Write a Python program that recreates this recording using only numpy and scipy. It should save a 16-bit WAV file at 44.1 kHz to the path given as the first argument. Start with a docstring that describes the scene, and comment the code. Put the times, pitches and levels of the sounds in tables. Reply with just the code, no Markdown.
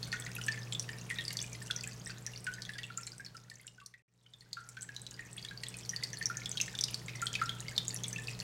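"""Water trickles and plinks into an aquarium, over the steady hum of the filter pump.
Each drop splashes and traps a bubble that rings briefly, large bubbles longer than small ones.
Tiny bubbles, spray and a faint hiss fill the gaps; the glass walls and a small room add echoes.
The whole sound fades out to silence about halfway through and fades back in."""
import sys
import numpy as np
from scipy import signal
from scipy.fft import rfft, irfft, next_fast_len
from scipy.io import wavfile
from scipy.ndimage import map_coordinates

SR = 44100
rng = np.random.default_rng(int(sys.argv[2]) if len(sys.argv) > 2 else 0)


def log_audio(samples):
    """Write samples as a 16-bit WAV file to the path given in sys.argv[1]."""
    # one column per channel
    frames = np.atleast_2d(samples).T
    # limit to full scale, then quantise
    limited = np.clip(frames, -1, 1)
    pcm = np.round(limited * 32767).astype(np.int16)
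    wavfile.write(sys.argv[1], SR, pcm)


N = 371742

# Levels in these tables are relative: the functions set how loud each layer ends up.
# The pump's steady tones, mostly multiples of the mains frequency: pitch_hz, level_db
PUMP_TONES = [(37.7, -81.5), (59.5, -66), (120, -47.5), (180, -59), (358, -74), (441.3, -65.5)]
# The pump's churning, heard through tank and stand: frequency_hz, level_db
CHURN_SPECTRUM = [(15, -32.5), (35, -7.5), (90, -10.5), (135, 0.5), (185, -1.5), (215, -7.5), (320, -12.5),
                  (480, -13.5), (750, -17), (1200, -18.5), (3000, -36.5)]
# The hiss of running water: frequency_hz, level_db
HISS_SPECTRUM = [(600, -16), (1500, 10), (7000, 7.5), (10000, -1), (15500, -21)]
# How long the room's echo takes to fall by 60 dB: frequency_hz, decay_s
ROOM_DECAY = [(1500, 0.48), (4000, 0.3), (14000, 0.18)]
# The tone colour of the spray's clicks: frequency_hz, level_db
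SPRAY_SPECTRUM = [(2000, -11), (5500, 8.5), (8500, 0.5), (15500, -19.5)]
# How loud the tiny bubbles typically are: pitch_hz, level_db
TINY_BUBBLE_LEVELS = [(1400, -46), (2000, -45.5), (3000, -45.5), (5000, -41), (7500, -37.5), (10000, -48.5),
                      (13000, -52.5)]
# The drops that stand out, each with a bubble and a splash: start_s, pitch_hz, ring_db, splash_db
MAIN_DROPS = [(0.029, 4330, -29.5, -36), (0.1183, 4470, -29, -50), (0.1267, 1853, -27.5, -29),
              (0.136, 1458, -31.5, -52), (0.1993, 7800, -27.5, -35.5), (0.222, 3470, -36, -46),
              (0.264, 1934, -38.5, -34.5), (0.353, 11200, -28.5, -42), (0.364, 2570, -34.5, -55),
              (0.3822, 1427, -36.5, -60), (0.4136, 2970, -32, -38), (0.4383, 5830, -31, -41),
              (0.4642, 7700, -30.5, -36), (0.4826, 1734, -21.5, -28.5), (0.5214, 4580, -32, -40),
              (0.575, 1777, -39.5, -40), (0.7233, 3190, -27.5, -30.5), (0.733, 7400, -26, -63),
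              (0.749, 3400, -27.5, -40), (0.7957, 5700, -21, -30), (0.8897, 1816, -33, -35),
              (1.1009, 2050, -33, -32), (1.1082, 1897, -27.5, -57), (1.158, 3500, -40, -48),
              (1.1862, 1855, -31, -38), (1.1854, 3700, -26, -53), (1.209, 3300, -34, -44),
              (1.2513, 4670, -29, -47), (1.2806, 4470, -23, -36), (1.305, 2040, -36, -31),
              (1.33, 11100, -33.5, -37.5), (1.3696, 4620, -26, -26.5), (1.389, 3480, -29.5, -35),
              (1.4026, 5320, -30, -45), (1.416, 6100, -24.5, -42), (1.426, 7800, -24.5, -37),
              (1.44, 2430, -38.5, -48), (1.5306, 5800, -30.5, -35), (1.548, 2060, -40.5, -54),
              (1.615, 1790, -40.5, -52), (1.625, 7800, -32.5, -50), (1.67, 5600, -37, -44),
              (1.7003, 1462, -29.5, -43), (1.7093, 3400, -23.5, -25.5), (1.7624, 5850, -21.5, -40),
              (1.809, 4600, -29.5, -40), (1.839, 2490, -33, -37), (1.8359, 7260, -28, -37.5),
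              (1.8746, 7550, -24, -43), (1.874, 1705, -42, -50), (1.921, 4450, -37.5, -54),
              (2.06, 5720, -29, -46), (2.065, 1820, -37, -52), (2.0736, 8100, -27.5, -47),
              (2.096, 1554, -38.5, -36.5), (2.1034, 4530, -33, -47), (2.2645, 5740, -23, -31),
              (2.271, 1740, -39.5, -58), (2.335, 2800, -37, -42), (2.3603, 4580, -31, -45),
              (2.3753, 5560, -30, -50), (2.4431, 8800, -29.5, -43.5), (2.4665, 1508, -25.5, -29),
              (2.473, 1484, -25, -55), (2.538, 4790, -35, -32.5), (2.582, 1780, -35.5, -55),
              (2.62, 4620, -28.5, -30), (2.651, 3390, -31.5, -33.5), (2.6915, 1680, -30, -30.5),
              (2.735, 3520, -34, -46), (2.754, 1640, -35, -46), (2.7826, 4700, -27.5, -42),
              (2.7853, 1930, -34, -28), (2.832, 3290, -26.5, -32.5), (2.838, 2735, -28, -48),
              (2.9008, 1380, -32.5, -43), (2.9747, 7050, -16, -34), (2.977, 1373, -32, -47),
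              (3.012, 7860, -31, -43.5), (3.0327, 5340, -27, -43), (3.0678, 7180, -20.5, -34),
              (3.0724, 4160, -28, -31), (3.1187, 4750, -29, -43), (3.181, 7900, -28.5, -44),
              (3.1963, 1602, -30, -59), (3.248, 5120, -27, -43), (3.2626, 4380, -24, -36),
              (3.3463, 1330, -34, -58), (3.368, 5140, -27, -36), (3.4992, 4450, -30, -26),
              (3.513, 1750, -32.5, -42), (3.556, 6100, -29, -46), (3.596, 2100, -34, -47),
              (3.6132, 9800, -32, -37), (3.6683, 7200, -18, -50), (3.677, 2800, -26.5, -25.5),
              (3.78, 1500, -34.5, -44), (3.801, 2710, -31.5, -33), (3.812, 1140, -29, -44),
              (3.8598, 4330, -24, -34), (3.862, 5920, -17, -19.5), (3.939, 1913, -21.5, -30),
              (4.263, 3000, -31, -40), (4.3364, 3540, -23.5, -36), (4.4082, 4350, -28.5, -34),
              (4.419, 1900, -41, -49), (4.5304, 4400, -16, -19.5), (4.568, 1363, -20, -40),
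              (4.585, 1405, -29, -55), (4.6893, 7450, -27.5, -28.5), (4.7687, 1513, -26.5, -33.5),
              (4.81, 6170, -27, -37), (4.821, 7740, -20, -36), (4.829, 7700, -16, -36),
              (4.8891, 1667, -29.5, -34), (4.964, 3970, -21, -28.5), (5.0175, 7900, -24, -42),
              (5.0654, 3940, -26, -30), (5.11, 6470, -27, -32), (5.1413, 4870, -32.5, -41),
              (5.192, 1854, -25.5, -37), (5.33, 7900, -28, -44.0), (5.367, 8200, -28, -49),
              (5.375, 2610, -37, -48), (5.3801, 3330, -28, -48), (5.426, 4600, -31.5, -42),
              (5.446, 1740, -39, -48), (5.4486, 3400, -26.5, -29.0), (5.486, 3870, -29.5, -48),
              (5.509, 1610, -35.5, -38), (5.575, 4550, -30, -50), (5.634, 1930, -35.5, -28.5),
              (5.636, 4180, -26, -31.5), (5.6664, 3440, -30, -42), (5.685, 7980, -22.5, -38),
              (5.741, 2500, -32.5, -35), (5.7691, 8750, -26.5, -40), (5.7868, 7580, -30, -45),
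              (5.85, 4440, -34, -46), (5.893, 5760, -17.5, -30.5), (5.9326, 1820, -32.5, -56),
              (5.962, 4600, -26, -31), (6.026, 2000, -33.5, -39), (6.035, 4350, -30, -26),
              (6.037, 4520, -19.5, -41), (6.132, 1750, -35.5, -41), (6.131, 5900, -26, -59),
              (6.171, 4320, -30, -48), (6.1871, 9600, -28.5, -60), (6.2111, 1780, -28, -62),
              (6.2259, 4500, -27, -34.5), (6.2571, 5610, -13.5, -28.5), (6.2981, 1403, -26, -52),
              (6.3703, 6340, -22, -42), (6.3764, 1740, -36, -57), (6.417, 2130, -36.5, -52),
              (6.458, 3360, -27, -29), (6.4931, 7900, -25, -46), (6.5154, 6130, -21, -44),
              (6.5722, 3280, -26.5, -29), (6.579, 3750, -28, -36), (6.6009, 2600, -23, -26),
              (6.613, 6070, -14.5, -25), (6.679, 1780, -35, -37), (6.751, 3520, -32, -36),
              (6.7882, 3510, -24, -28), (6.8102, 5760, -17.5, -28), (6.8384, 4920, -26, -21.5),
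              (6.8827, 2900, -33.5, -36.5), (6.91, 10350, -32, -48), (6.9431, 4490, -22.5, -27),
              (7.082, 2170, -36, -35.5), (7.092, 2530, -35, -44), (7.152, 2040, -38.5, -45),
              (7.2173, 6800, -26.5, -32), (7.2214, 1372, -28.5, -37), (7.258, 7950, -29.5, -42),
              (7.2679, 3190, -26.5, -27), (7.3302, 5730, -38, -33), (7.339, 3160, -31, -44),
              (7.3524, 2570, -29, -27.5), (7.3576, 2260, -38, -49.0), (7.39, 1680, -38, -52),
              (7.414, 1352, -22.5, -35), (7.431, 1368, -31, -55), (7.458, 5400, -31.5, -54),
              (7.4931, 3315, -22.5, -33), (7.604, 6460, -31, -37), (7.6817, 2140, -35, -45),
              (7.6826, 4700, -30.5, -53), (7.764, 4270, -29, -41), (7.7789, 3590, -15.5, -23.5),
              (7.881, 6870, -19, -35), (7.8922, 7500, -29, -48), (7.9068, 4430, -29.5, -51),
              (7.944, 9800, -23.5, -37), (7.962, 5930, -28, -39), (8.0357, 6220, -24.5, -35),
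              (8.041, 3380, -28.5, -44), (8.0819, 7900, -24.5, -41), (8.1294, 6100, -26, -37),
              (8.16, 2620, -29, -44), (8.184, 1766, -37, -55), (8.272, 4550, -32, -43),
              (8.282, 2540, -31, -40), (8.401, 4450, -27, -34.5)]

REFERENCE_HZ = 2300  # ring and splash lengths are scaled from a bubble of this pitch


def amp(db):
    """Turn decibels into a gain."""
    return 10 ** (np.asarray(db) / 20)


def along(points, hz):
    """Read between the rows of a (frequency, value) table, on a log frequency scale."""
    frequencies, values = np.transpose(points)
    return np.interp(np.log(hz + 1), np.log(frequencies + 1), values)


def wobble(rate):
    """A smooth curve through `rate` random points a second."""
    return map_coordinates(rng.standard_normal(int(N * rate / SR) + 4), [np.arange(N) * rate / SR])


def filtered(x, response):
    """Scale each frequency in x by the gain response(hz)."""
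    size = next_fast_len(N + SR // 2)
    return irfft(rfft(x, size) * response(np.fft.rfftfreq(size, 1 / SR)), size)[:N]


def noise(spectrum):
    """Noise with the given tone colour, at an average (rms) level of 1."""
    shaped = filtered(rng.standard_normal(N), lambda hz: amp(along(spectrum, hz)))
    return shaped / np.sqrt(np.mean(shaped ** 2) + 1e-20)


def place(start_s, sounds):
    """Add up short sounds, one a row, at their start times."""
    at = np.round(np.abs(start_s) * SR).astype(int) + np.arange(sounds.shape[1])
    return np.bincount(at.ravel(), sounds.ravel(), N)[:N]


def pump(hum_db, churn_db, waver_db):
    """The pump hums, each tone wavering a little in level, over the rumble of its spinning blades."""
    t = np.arange(N) / SR
    hum = 0
    for hz, db in PUMP_TONES:
        peak = np.sqrt(2) * amp(db + waver_db * wobble(3.15))
        hum += peak * np.sin(2 * np.pi * (hz * t + rng.uniform()))
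    return amp(hum_db) * hum + amp(churn_db) * noise(CHURN_SPECTRUM)


def stream_hiss(level_db):
    """Running water makes a faint, even hiss."""
    return amp(level_db) * noise(HISS_SPECTRUM)


def glass_echo(spread_s, count):
    """Sound bounces quickly off the panes and lid; later bounces tend to be weaker."""
    delay_s = 0.00095 + spread_s * rng.uniform(size=count)  # the nearest pane answers first
    strength = rng.standard_normal(count) * np.exp(-2 * delay_s / spread_s)
    echo = np.bincount((delay_s * SR).astype(int), strength, SR // 2)
    return echo / np.linalg.norm(echo)


def room_echo(build_up_s):
    """The room's echo builds up and dies away, the treble first."""
    size = SR // 2
    hz, t, spectrum = signal.stft(rng.standard_normal(size), SR, nperseg=256)
    decay = amp(-60 * t / along(ROOM_DECAY, hz)[:, None])
    tail = signal.istft(spectrum * decay, SR, nperseg=256)[1][:size]
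    tail *= 1 - np.exp(-np.arange(size) / SR / build_up_s)
    return tail / np.linalg.norm(tail)


def echoes(water, glass_db, room_db, stretches):
    """Drops land at ever new spots, so each stretch of time gets its own echo pattern."""
    total = np.zeros(N + SR)
    edges = np.linspace(0, N, stretches + 1).astype(int)
    for start, end in zip(edges, edges[1:]):
        glass = amp(glass_db) * glass_echo(spread_s=0.016, count=24)
        room = amp(room_db) * room_echo(build_up_s=0.0077)
        echo = signal.fftconvolve(water[start:end], glass + room)
        total[start:start + len(echo)] += echo
    return filtered(total[:N], lambda hz: 1 - np.exp(-(hz / 900) ** 4))  # cut the bass


def bubble_rings(start_s, hz, db, life_cycles, rise, size):
    """Trapped air rings briefly. Its pitch climbs by about the share `rise` over one life."""
    t = np.arange(size) / SR
    age = t * hz / np.maximum(life_cycles, 3)  # 1 means one life has passed
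    # A bubble starts about 14% too high and settles over two cycles as it pinches off.
    pinch = 0.28 * rng.uniform(size=start_s.shape) * np.exp(-t * hz / 2)
    climb = 2 * rise * rng.uniform(size=start_s.shape) * np.minimum(age, 2)  # nearing the surface
    drift = 0.012 * rng.standard_normal(start_s.shape) * np.tanh(age - 0.5)
    pitch_hz = hz * (1 + pinch + climb + drift)
    # Moving water shakes the phase, so the tone is unsteady.
    shake = 0.23 * np.sqrt(hz / SR) * np.cumsum(rng.standard_normal(age.shape), axis=1)
    phase = 2 * np.pi * (np.cumsum(pitch_hz, axis=1) - pitch_hz) / SR + shake
    swell = 1 - np.exp(-(age / 0.2) ** 2)
    decay = np.exp(-age ** 1.5)
    return place(start_s, amp(db) * swell * decay * np.sin(phase))


def splashes(start_s, hz, db, decay_s=0.002, fall_db_per_octave=4.5, top_hz=7800, size=512):
    """The surface breaks with a burst of noise above the bubble's pitch; larger drops splash longer."""
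    age = np.arange(size) / SR / decay_s * (hz / REFERENCE_HZ) ** 0.25
    burst = rng.standard_normal((len(start_s), size)) * np.exp(-age) * (1 - np.exp(-10 * age))
    frequencies = np.fft.rfftfreq(size, 1 / SR)
    over_pitch, over_top = frequencies / hz, frequencies / top_hz
    bass_cut = (over_pitch ** 2 / (1 - over_pitch ** 2 + 1j * over_pitch)) ** 2
    slope = (1 + 1j * over_pitch) ** (-fall_db_per_octave / (20 * np.log10(2)))
    treble_cut = 1 / (1 - over_top ** 2 + 1j * over_top) / (1 + 1j * over_top) ** 2
    colour = bass_cut * slope * treble_cut
    colour /= np.sqrt(np.mean(np.abs(colour) ** 2, axis=1, keepdims=True))
    return place(start_s, amp(db) * irfft(rfft(burst) * colour, size))


def spray(count, level_db, spread_db, decay_s):
    """Flung droplets land as short, bright clicks."""
    when, weakness = rng.uniform(size=(count, 2)).T[:, :, None]
    t = np.arange(SR // 100) / SR
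    clicks = amp(level_db - spread_db * weakness) * np.exp(-t / decay_s)
    return place(when * N / SR, clicks) * noise(SPRAY_SPECTRUM)


def patter(count, follow_share, lag_s, spread_db, splash_db):
    """Tiny bubbles tick and ring: some are thrown off by the main drops, the rest come at any time."""
    when, kind, parent, height = rng.uniform(size=(count, 4)).T[:, :, None]
    parent_s = np.array(MAIN_DROPS)[(parent * len(MAIN_DROPS)).astype(int), 0]
    follow_s = parent_s + rng.exponential(lag_s, (count, 1))
    start_s = np.where(kind < follow_share, follow_s, when * N / SR)
    low_hz, high_hz = TINY_BUBBLE_LEVELS[0][0], TINY_BUBBLE_LEVELS[-1][0]
    hz = low_hz * (high_hz / low_hz) ** height
    db = along(TINY_BUBBLE_LEVELS, hz) + spread_db * np.clip(rng.standard_normal((count, 1)), -2, 2)
    life_cycles = 4.8 * np.exp(0.5 * rng.standard_normal((count, 1)))
    rings = bubble_rings(start_s, hz, db, life_cycles, rise=0.1, size=1024)
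    return rings + splashes(start_s, hz, db + splash_db)


def gurgle(per_drop, below_hz, lag_s, low_ratio, high_ratio, weaker_db):
    """The dent a heavy drop makes in the water collapses into more bubbles, mostly a little smaller."""
    heavy_drops = [drop for drop in MAIN_DROPS if drop[1] < below_hz]
    drop_s, drop_hz, drop_db, _ = np.repeat(heavy_drops, per_drop, axis=0).T[:, :, None]
    late, small, weak = rng.uniform(size=(len(drop_s), 3)).T[:, :, None]
    start_s = drop_s + lag_s * late ** 2
    hz = drop_hz * low_ratio * (high_ratio / low_ratio) ** small
    db = drop_db - weaker_db * (1 + late * weak)
    return bubble_rings(start_s, hz, db, life_cycles=5.2, rise=0.1, size=1024)


def drops(ring_gain_db, splash_gain_db):
    """Each drop splashes and leaves a bubble; large, low bubbles ring for more cycles than small ones."""
    start_s, hz, ring_db, splash_db = np.transpose(MAIN_DROPS)[:, :, None]
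    life_cycles = 12.97 * (REFERENCE_HZ / hz) ** 0.4
    rings = bubble_rings(start_s, hz, ring_db + ring_gain_db, life_cycles, rise=0, size=2048)
    return rings + splashes(start_s, hz, splash_db + splash_gain_db)


def trickle():
    """The filter's outflow falls on the water; such small drops and bubbles give off almost no bass."""
    water = drops(ring_gain_db=1.13, splash_gain_db=0.36)
    water += gurgle(per_drop=5, below_hz=2798, lag_s=0.075, low_ratio=0.893, high_ratio=1.247,
                    weaker_db=13)
    water += patter(count=1500, follow_share=0.5, lag_s=0.018, spread_db=3.5, splash_db=-21.5)
    water += spray(count=190, level_db=-38.5, spread_db=13, decay_s=0.00085)
    return signal.sosfilt(signal.butter(6, 1210, "highpass", fs=SR, output="sos"), water)


def scene():
    """Mix the pump, the hiss, the echoes and the trickle into one channel."""
    water = trickle()
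    echo = echoes(water, glass_db=-5, room_db=-11.5, stretches=40)
    background = stream_hiss(level_db=-60) + pump(hum_db=-2, churn_db=-52.5, waver_db=1.35)
    return (background + echo + water)[None]


def record(dry):
    """Fade out, stay silent for a moment and fade back in; remove the very highest treble."""
    t = np.arange(N) / SR
    silent_from_s, silent_to_s, fade_s, top_hz = 4.022, 4.08, 4.0, 16000
    ramp_down = (4.11 - t) * (t < silent_from_s)
    ramp_up = (t - 4.035) * (t > silent_to_s)
    fade = np.sin(np.pi / 2 * np.clip((ramp_down + ramp_up) / fade_s, 0, 1))
    return filtered(dry[0] * fade, lambda hz: hz < top_hz)[None]


dry = scene()
out = record(dry)
log_audio(out)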